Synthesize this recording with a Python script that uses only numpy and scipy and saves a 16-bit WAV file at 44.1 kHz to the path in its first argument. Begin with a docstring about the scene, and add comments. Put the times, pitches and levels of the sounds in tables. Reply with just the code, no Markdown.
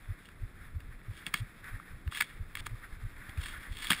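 """On a plank boardwalk, a mountain bike rolls along, heard from a cased camera on the rider's chest.
The ride rumbles, the planks drone, and tyres and air make a soft rush that swells now and then.
Soft low thumps come three times a second, probably the rider's pulse through the chest strap.
Jolts bump the case, scrape the jacket across it and make the camera mount clack."""
import sys
import numpy as np
from scipy.fft import rfft, irfft, next_fast_len
from scipy.io import wavfile
from scipy.ndimage import map_coordinates

SR = 44100
rng = np.random.default_rng(int(sys.argv[2]) if len(sys.argv) > 2 else 0)


def store_wav(level_fs):
    """Save 16-bit WAV to argv[1]."""
    pcm = np.round(np.clip(np.atleast_2d(level_fs), -1, 1) * 32767)
    wavfile.write(sys.argv[1], SR, pcm.T.astype(np.int16))


N = 176400  # 4 seconds


def amp(db):
    """Turn decibels into a number to multiply by."""
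    return 10 ** (np.asarray(db) / 20)


def unit(x):
    """Scale a sound to an average (rms) level of 1."""
    return x / np.sqrt(np.mean(x ** 2) + 1e-20)


def along(points, hz):
    """Read between (frequency_hz, value) points on a log frequency scale."""
    frequencies, values = np.transpose(points)
    return np.interp(np.log(hz + 1), np.log(frequencies + 1), values)


def curve(rows):
    """Join (time_s, value) points with straight lines, one value per sample."""
    return np.interp(np.arange(N) / SR, *np.transpose(rows))


def bell(hz, centre, half_width):
    """A hump of height 1 around the centre."""
    return 1 / (1 + ((hz - centre) / half_width) ** 2)


def wobble(per_s):
    """A smooth curve through per_s random values a second."""
    values = rng.standard_normal(int(N * per_s / SR) + 4)
    return map_coordinates(values, [np.arange(N) * per_s / SR])


def slips(per_s, spread_db):
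    """Tiny random clicks of uneven size."""
    clicks = (rng.random(N) < per_s / SR) * rng.choice([-1, 1], N)
    return unit(clicks * amp(spread_db * rng.standard_normal(N)))


def coloured(x, gain):
    """Filter x so that each frequency is multiplied by gain(hz)."""
    size = 2 * next_fast_len(len(x))
    gains = np.maximum(gain(np.fft.rfftfreq(size, 1 / SR)), 1e-6)
    cepstrum = irfft(np.log(gains))
    # folding this in half makes the filter ring after a hit, never before it
    cepstrum[1:size // 2] *= 2
    cepstrum[size // 2 + 1:] = 0
    return irfft(rfft(x, size) * np.exp(rfft(cepstrum)), size)[:len(x)]


# Tone of the shaking: frequency_hz, gain_db
RUMBLE_TONE = [(10, -17), (20, 6), (33, 0.5), (50, -6), (80, -6.5), (120, -10.5), (180, -19.5),
               (300, -36.5), (800, -73.5)]
# Loudness of the shaking: time_s, level_db
RUMBLE_LEVEL = [(0, -53.5), (1.0, -53), (2.0, -51), (3.0, -50.5), (3.5, -51.5), (4, -52)]

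def ride_rumble():
    """The shaking of the ride reaches the camera as a deep, unsteady rumble."""
    shake = unit(coloured(rng.standard_normal(N), lambda hz: amp(along(RUMBLE_TONE, hz))))
    swing_db = 4 * wobble(per_s=15)
    return shake * amp(curve(RUMBLE_LEVEL) + swing_db)


# Tone of the boardwalk: frequency_hz, gain_db
PLANK_TONE = [(60, -15.5), (130, 0), (200, -1), (300, -3.5), (450, -9.5), (700, -16), (1200, -21.5),
              (3000, -78)]
# Loudness of the boardwalk: time_s, level_db
PLANK_LEVEL = [(0, -62.5), (2, -60.5), (3, -61), (4, -58)]

def plank_drone():
    """The boardwalk drones evenly under the wheels."""
    drone = unit(coloured(rng.standard_normal(N), lambda hz: amp(along(PLANK_TONE, hz))))
    return drone * amp(curve(PLANK_LEVEL))


# Tone of the rolling tyres: frequency_hz, gain_db
TYRE_TONE = [(300, -24), (600, -13.5), (900, -11), (1200, -3), (1800, -1), (2200, -3), (2550, -9),
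             (2950, -19), (3500, -10.5), (4300, -20.5), (5300, -21), (6000, -34.5), (6700, -25),
             (8500, -21), (9050, -26.5), (10200, -12), (11300, -32.5), (12700, -31), (13900, -15),
             (15000, -29), (15800, -38)]
# Loudness of the rolling tyres: time_s, level_db
TYRE_LEVEL = [(0, -59), (.35, -61), (1.0, -62), (1.3, -55.5), (1.6, -59), (2.0, -59.5), (2.4, -61),
              (2.7, -57), (3.0, -58.5), (3.4, -55.5), (3.75, -59), (4, -48)]

def tyre_rush():
    """Tyres roll on the planks with a slightly gritty, fluttering rush."""
    tread = rng.standard_normal(N) + amp(-8) * slips(per_s=200, spread_db=2)
    rush = unit(coloured(tread, lambda hz: amp(along(TYRE_TONE, hz))))
    flutter_db = 1.23 * wobble(per_s=45)
    return rush * amp(curve(TYRE_LEVEL) + flutter_db)


# What a swell adds to the tyres' tone: frequency_hz, gain_db
SWELL_TONE = [(300, -8), (800, -2), (1300, -0.5), (2000, 0), (2900, -3), (5000, -3), (8500, -3),
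              (10200, 2.5), (14000, 2)]
# Swells of tyre noise: middle_s, level_db, half_length_s, pitch_hz
SWELLS = [(0.119, -56.5, 0.025, 1790), (0.639, -56.5, 0.051, 1700), (0.929, -58, 0.017, 1790),
          (1.208, -59, 0.038, 1730), (1.439, -61.5, 0.036, 1810), (1.680, -45, 0.027, 1670),
          (1.75, -51, 0.02, 1770), (1.86, -57.5, 0.067, 1750), (2.312, -56, 0.047, 1850),
          (2.841, -51.5, 0.018, 1720), (3.20, -55.5, 0.048, 1780), (3.286, -52, 0.035, 1540),
          (3.41, -53, 0.049, 1640), (3.539, -46, 0.029, 1740), (3.641, -49.5, 0.045, 1840)]

def tyre_swells():
    """The tyres rasp louder for a moment, each time around a slightly different pitch."""
    out = np.zeros(N + SR)
    from_middle_s = (np.arange(SR // 2) - SR // 4) / SR
    for middle_s, level_db, half_length_s, pitch_hz in SWELLS:
        def gain(hz):
            peak_db = 6.5 * bell(hz, pitch_hz, half_width=pitch_hz / 5)
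            return amp(along(TYRE_TONE, hz) + along(SWELL_TONE, hz) + peak_db)
        rasp = unit(coloured(rng.standard_normal(len(from_middle_s)), gain))
        fade = np.exp(-.5 * (from_middle_s / half_length_s) ** 2)
        out[round(middle_s * SR):][:len(rasp)] += amp(level_db) * rasp * fade
    flutter_db = 1.2 * wobble(per_s=90)
    return out[SR // 4:][:N] * amp(flutter_db)  # the shift centres each swell on middle_s


# Low thumps: middle_s, level_db, half_length_s, pitch_hz, heave_db (compared with the beat)
THUMPS = [(.107, -32, .018, 101, -3.5), (.437, -34, 0.015, 94, 1), (0.767, -31, .016, 85.5, -8.5),
          (1.1, -35.5, .019, 100, -5.5), (1.42, -31, 0.016, 103, -9), (1.746, -37.5, 0.016, 105, 0.5),
          (2.079, -27, 0.013, 79, -19), (2.412, -34.5, 0.016, 92, -4.5), (2.732, -37, 0.024, 104, 0),
          (3.053, -36, 0.018, 102.3, 0.5), (3.39, -26.5, .013, 82.4, -18), (3.715, -36, 0.014, 85.5, 1)]

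def pulse_thumps():
    """Each thump, probably the rider's pulse, is a short, rough, low beat on one slow heave."""
    heave_hz, heave_s, tick_hz = 36.3, 0.028, 12010
    t, out = np.arange(N) / SR, np.zeros(N)
    waver = 0.41 * wobble(per_s=70)
    roughness = amp(-22) * wobble(per_s=120)
    for middle_s, level_db, half_length_s, pitch_hz, heave_db in THUMPS:
        from_middle_s = t - middle_s
        phase = 2 * np.pi * pitch_hz * from_middle_s + waver
        fade = np.exp(-np.abs(from_middle_s / half_length_s) ** 3.9)
        beat = fade * (np.cos(phase) + roughness * np.sin(1.98 * phase))
        heave = np.exp(-(from_middle_s / heave_s) ** 2) * np.cos(2 * np.pi * heave_hz * from_middle_s)
        out -= amp(level_db) * (beat + amp(heave_db) * heave)
    tick = amp(-37) * np.sin(2 * np.pi * tick_hz * t)  # faint and very high, rides on each thump
    return out * (1 + tick)


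# Broad tone of the camera case: frequency_hz, gain_db
CASE_TONE = [(520, -19.5), (750, -12), (1000, -4.5), (1200, -3.5), (1450, -5.5), (1700, -2), (2250, -2.5),
             (2500, -7), (3400, -4.5), (3900, -13), (5300, -16.5), (6000, -34.5), (6500, -20), (7900, -20),
             (8600, -9.5), (9200, -14.5), (10300, -15), (10900, -25.5), (11500, -49), (12600, -38),
             (13200, -26), (13900, -13.5), (15100, -18), (15600, -20)]
# Narrow peaks and dips of the case: frequency_hz, half_width_hz, gain_db
CASE_RINGS = [(1190, 33, 3.5), (1370, 34, 2), (1703, 41, 4), (1870, 20, 1), (2203, 17, 4), (2850, 58, 2),
              (3060, 88, -9), (3290, 61, 5.5), (3590, 38, 2.5), (4664, 69, 7), (4840, 120, -8.5),
              (7270, 54, -1), (7440, 70, 5.5), (8750, 130, 2.5), (8920, 70, -11), (9440, 130, 3.5)]

def case_gain(hz):
    """The camera case rings at some frequencies, muffles others and weakens the bass."""
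    rings_db = sum(db * bell(hz, centre, half_width) for centre, half_width, db in CASE_RINGS)
    bass_cut = hz / np.hypot(hz, 413)  # fades below 413 Hz
    return amp(along(CASE_TONE, hz) + rings_db) * bass_cut


# Tone of the rubbing cloth: frequency_hz, gain_db
CLOTH_TONE = [(300, -20), (800, -8), (1700, -0.5), (2400, 1.5), (3400, 4), (6000, 2.5), (9000, 1.5),
              (15000, -2)]
# Strokes of the jacket: start_s, peak_s, end_s, level_db (at peak_s), rise_db, fall_db
SCRAPES = [(.22, 0.264, 0.29, -60, 16, 14), (1.113, 1.175, 1.246, -55.5, 18.5, 16),
           (1.259, 1.278, 1.3, -48.5, 8, 15), (1.338, 1.359, 1.41, -42, 9, 11),
           (2.116, 2.175, 2.23, -39, 12.5, 12), (2.22, 2.225, 2.44, -49.5, -8, 32),
           (2.56, 2.564, 2.6, -51.5, 3, 11), (2.589, 2.599, 2.606, -42.5, 8.5, 1),
           (2.655, 2.665, 2.7, -42, 20, 50), (3.377, 3.458, 3.59, -43.5, 14.5, 20),
           (3.6, 3.605, 3.74, -56.5, 7, 8), (3.715, 3.845, 3.95, -40.5, 20, 8.5),
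           (3.902, 3.903, 3.97, -33, 3, 18.5), (3.952, 3.99, 4.02, -44.5, 15.5, -9)]

def jacket_scrapes():
    """Cloth sticks and slips on the case in strokes that swell and fade."""
    strokes, silent_db = np.zeros(N), -120
    for start_s, peak_s, end_s, level_db, rise_db, fall_db in SCRAPES:
        outline = [(start_s - .03, silent_db), (start_s, level_db - rise_db), (peak_s, level_db),
                   (end_s, level_db - fall_db), (end_s + 0.0097, silent_db)]
        strokes += amp(curve(outline))
    friction = slips(per_s=1900, spread_db=5) + 0.71 * rng.standard_normal(N)
    cloth = unit(coloured(friction, lambda hz: case_gain(hz) * amp(along(CLOTH_TONE, hz))))
    flutter_db = 2 * wobble(per_s=110)
    return cloth * strokes * amp(flutter_db)


# Tone of a jolt's dull thud: frequency_hz, gain_db
THUD_TONE = [(50, -8), (150, 5), (260, 1), (450, -13.5), (800, -13), (1500, -30), (4000, -70)]
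# Jolts of the whole case: start_s, level_db, pitch_hz, thud_db (added to level_db)
BUMPS = [(1.267, -47, 131, 4.5), (1.339, -42, 153, 3), (2.208, -45, 147, 0.5), (2.605, -40, 91, -5.5),
         (2.667, -44, 80, -3), (2.925, -28.5, 32.3, -26), (3.29, -37.5, 75, -9.5), (3.905, -27, 172, -2.5)]

def case_bumps():
    """A jolt bumps the whole case, making a short low knock and a dull thud."""
    rise_s, fade_s = 0.0017, 0.083
    out, t = np.zeros(N + SR), np.arange(SR // 4) / SR
    for start_s, level_db, pitch_hz, thud_db in BUMPS:
        knock = np.sin(2 * np.pi * pitch_hz * t)
        thud = unit(coloured(rng.standard_normal(len(t)), lambda hz: amp(along(THUD_TONE, hz))))
        loudness = amp(level_db - 60 * t / fade_s) * (1 - np.exp(-t / rise_s))
        out[round(start_s * SR):][:len(t)] += loudness * (knock + amp(thud_db) * thud)
    return out[:N]


# Tone of the hard contact: frequency_hz, gain_db
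CLACK_TONE = [(300, 4), (600, 3.5), (950, -2), (1300, -1), (2400, 0.5), (5000, 0), (15000, 0)]
# Clacks of the mount: start_s, level_db, length_s, ring_hz, treble_db
CLACKS = [(0.056, -53.5, 0.0034, 1800, -16), (0.255, -53.5, .003, 3000, 0),
          (0.288, -48, 0.0031, 1800, -3.5), (.804, -50, .003, 1900, 4.5), (1.015, -54.5, 0.0026, 1900, -9),
          (1.134, -59, .003, 3000, 3), (1.2656, -30, 0.0024, 2680, 7), (1.269, -38, 0.0032, 1990, -8),
          (1.3394, -29, .002, 2310, 3.5), (1.3411, -20.5, 0.0026, 2230, 0.5),
          (1.6426, -47, 0.0023, 1600, -2), (1.798, -42.5, 0.0033, 1330, -34),
          (2.076, -43.5, 0.0028, 1490, -6), (2.122, -39, 0.0037, 1390, -14), (2.149, -35, .002, 1600, 1),
          (2.1716, -33, 0.0038, 1700, 3), (2.2038, -29, 0.0038, 1900, -2),
          (2.2076, -23.5, .002, 1260, -2.5), (2.2096, -20, 0.0021, 1720, 1), (2.2203, -28, 0.0047, 1840, 2),
          (2.553, -31, 0.0023, 2200, -1.5), (2.571, -35.5, 0.0027, 2073, -6),
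          (2.6668, -31, 0.0017, 1470, 1), (3.293, -46, 0.004, 1970, -1), (3.3745, -45, 0.0028, 2290, 1),
          (3.459, -38.5, 0.0051, 1800, -1), (3.769, -40, 0.0021, 3460, 9), (3.787, -42.5, 0.0026, 3340, 11),
          (3.827, -54, .003, 2000, 10), (3.862, -45, 0.0014, 2000, -14), (3.87, -35, 0.0045, 3220, 9),
          (3.9038, -20.5, 0.0028, 1150, 4), (3.9062, -20.5, 0.0025, 2870, 4),
          (3.9154, -20, .0024, 1560, 0.5), (3.9218, -22.5, 0.0018, 1780, 0),
          (3.9312, -24.5, 0.003, 2300, -1)]

def mount_clacks():
    """The mount chatters for a few thousandths of a second and sets the case ringing."""
    tail_db, tail_fade_s, treble_hz = -17.5, 0.033, 2960
    out, t = np.zeros(N + SR), np.arange(SR // 10) / SR
    for start_s, level_db, length_s, ring_hz, treble_db in CLACKS:
        def gain(hz):
            ring_db = 8 * bell(hz, ring_hz, half_width=ring_hz / 6)
            bright_db = treble_db * hz ** 4 / (hz ** 4 + treble_hz ** 4)
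            # only a little sound gets through below about half the ringing pitch
            bass_cut = hz ** 6 / np.hypot(hz ** 6, (0.51 * ring_hz) ** 6) + amp(-18)
            return case_gain(hz) * bass_cut * amp(along(CLACK_TONE, hz) + ring_db + bright_db)
        contact = np.exp(-(t / length_s) ** 2) + amp(tail_db - 60 * t / tail_fade_s)
        clack = coloured(contact * rng.standard_normal(len(t)), gain)
        clack *= np.sqrt(length_s * SR) / np.linalg.norm(clack)  # longer clacks carry more energy
        out[round(start_s * SR):][:len(t)] += amp(level_db) * clack
    return out[:N]


def scene():
    """Add the sounds at the rider's chest to the sounds of the ride, in one channel."""
    chest = pulse_thumps() + mount_clacks() + case_bumps() + jacket_scrapes()
    ride = tyre_rush() + tyre_swells() + plank_drone() + ride_rumble()
    return (chest + ride)[None]


def record(dry):
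    """The camera keeps nothing above its highest frequency."""
    top_hz = 15650
    size = next_fast_len(N + SR // 2)
    kept = np.fft.rfftfreq(size, 1 / SR) < top_hz
    return irfft(rfft(dry, size) * kept, size)[:, :N]


dry = scene()
out = record(dry)
store_wav(out)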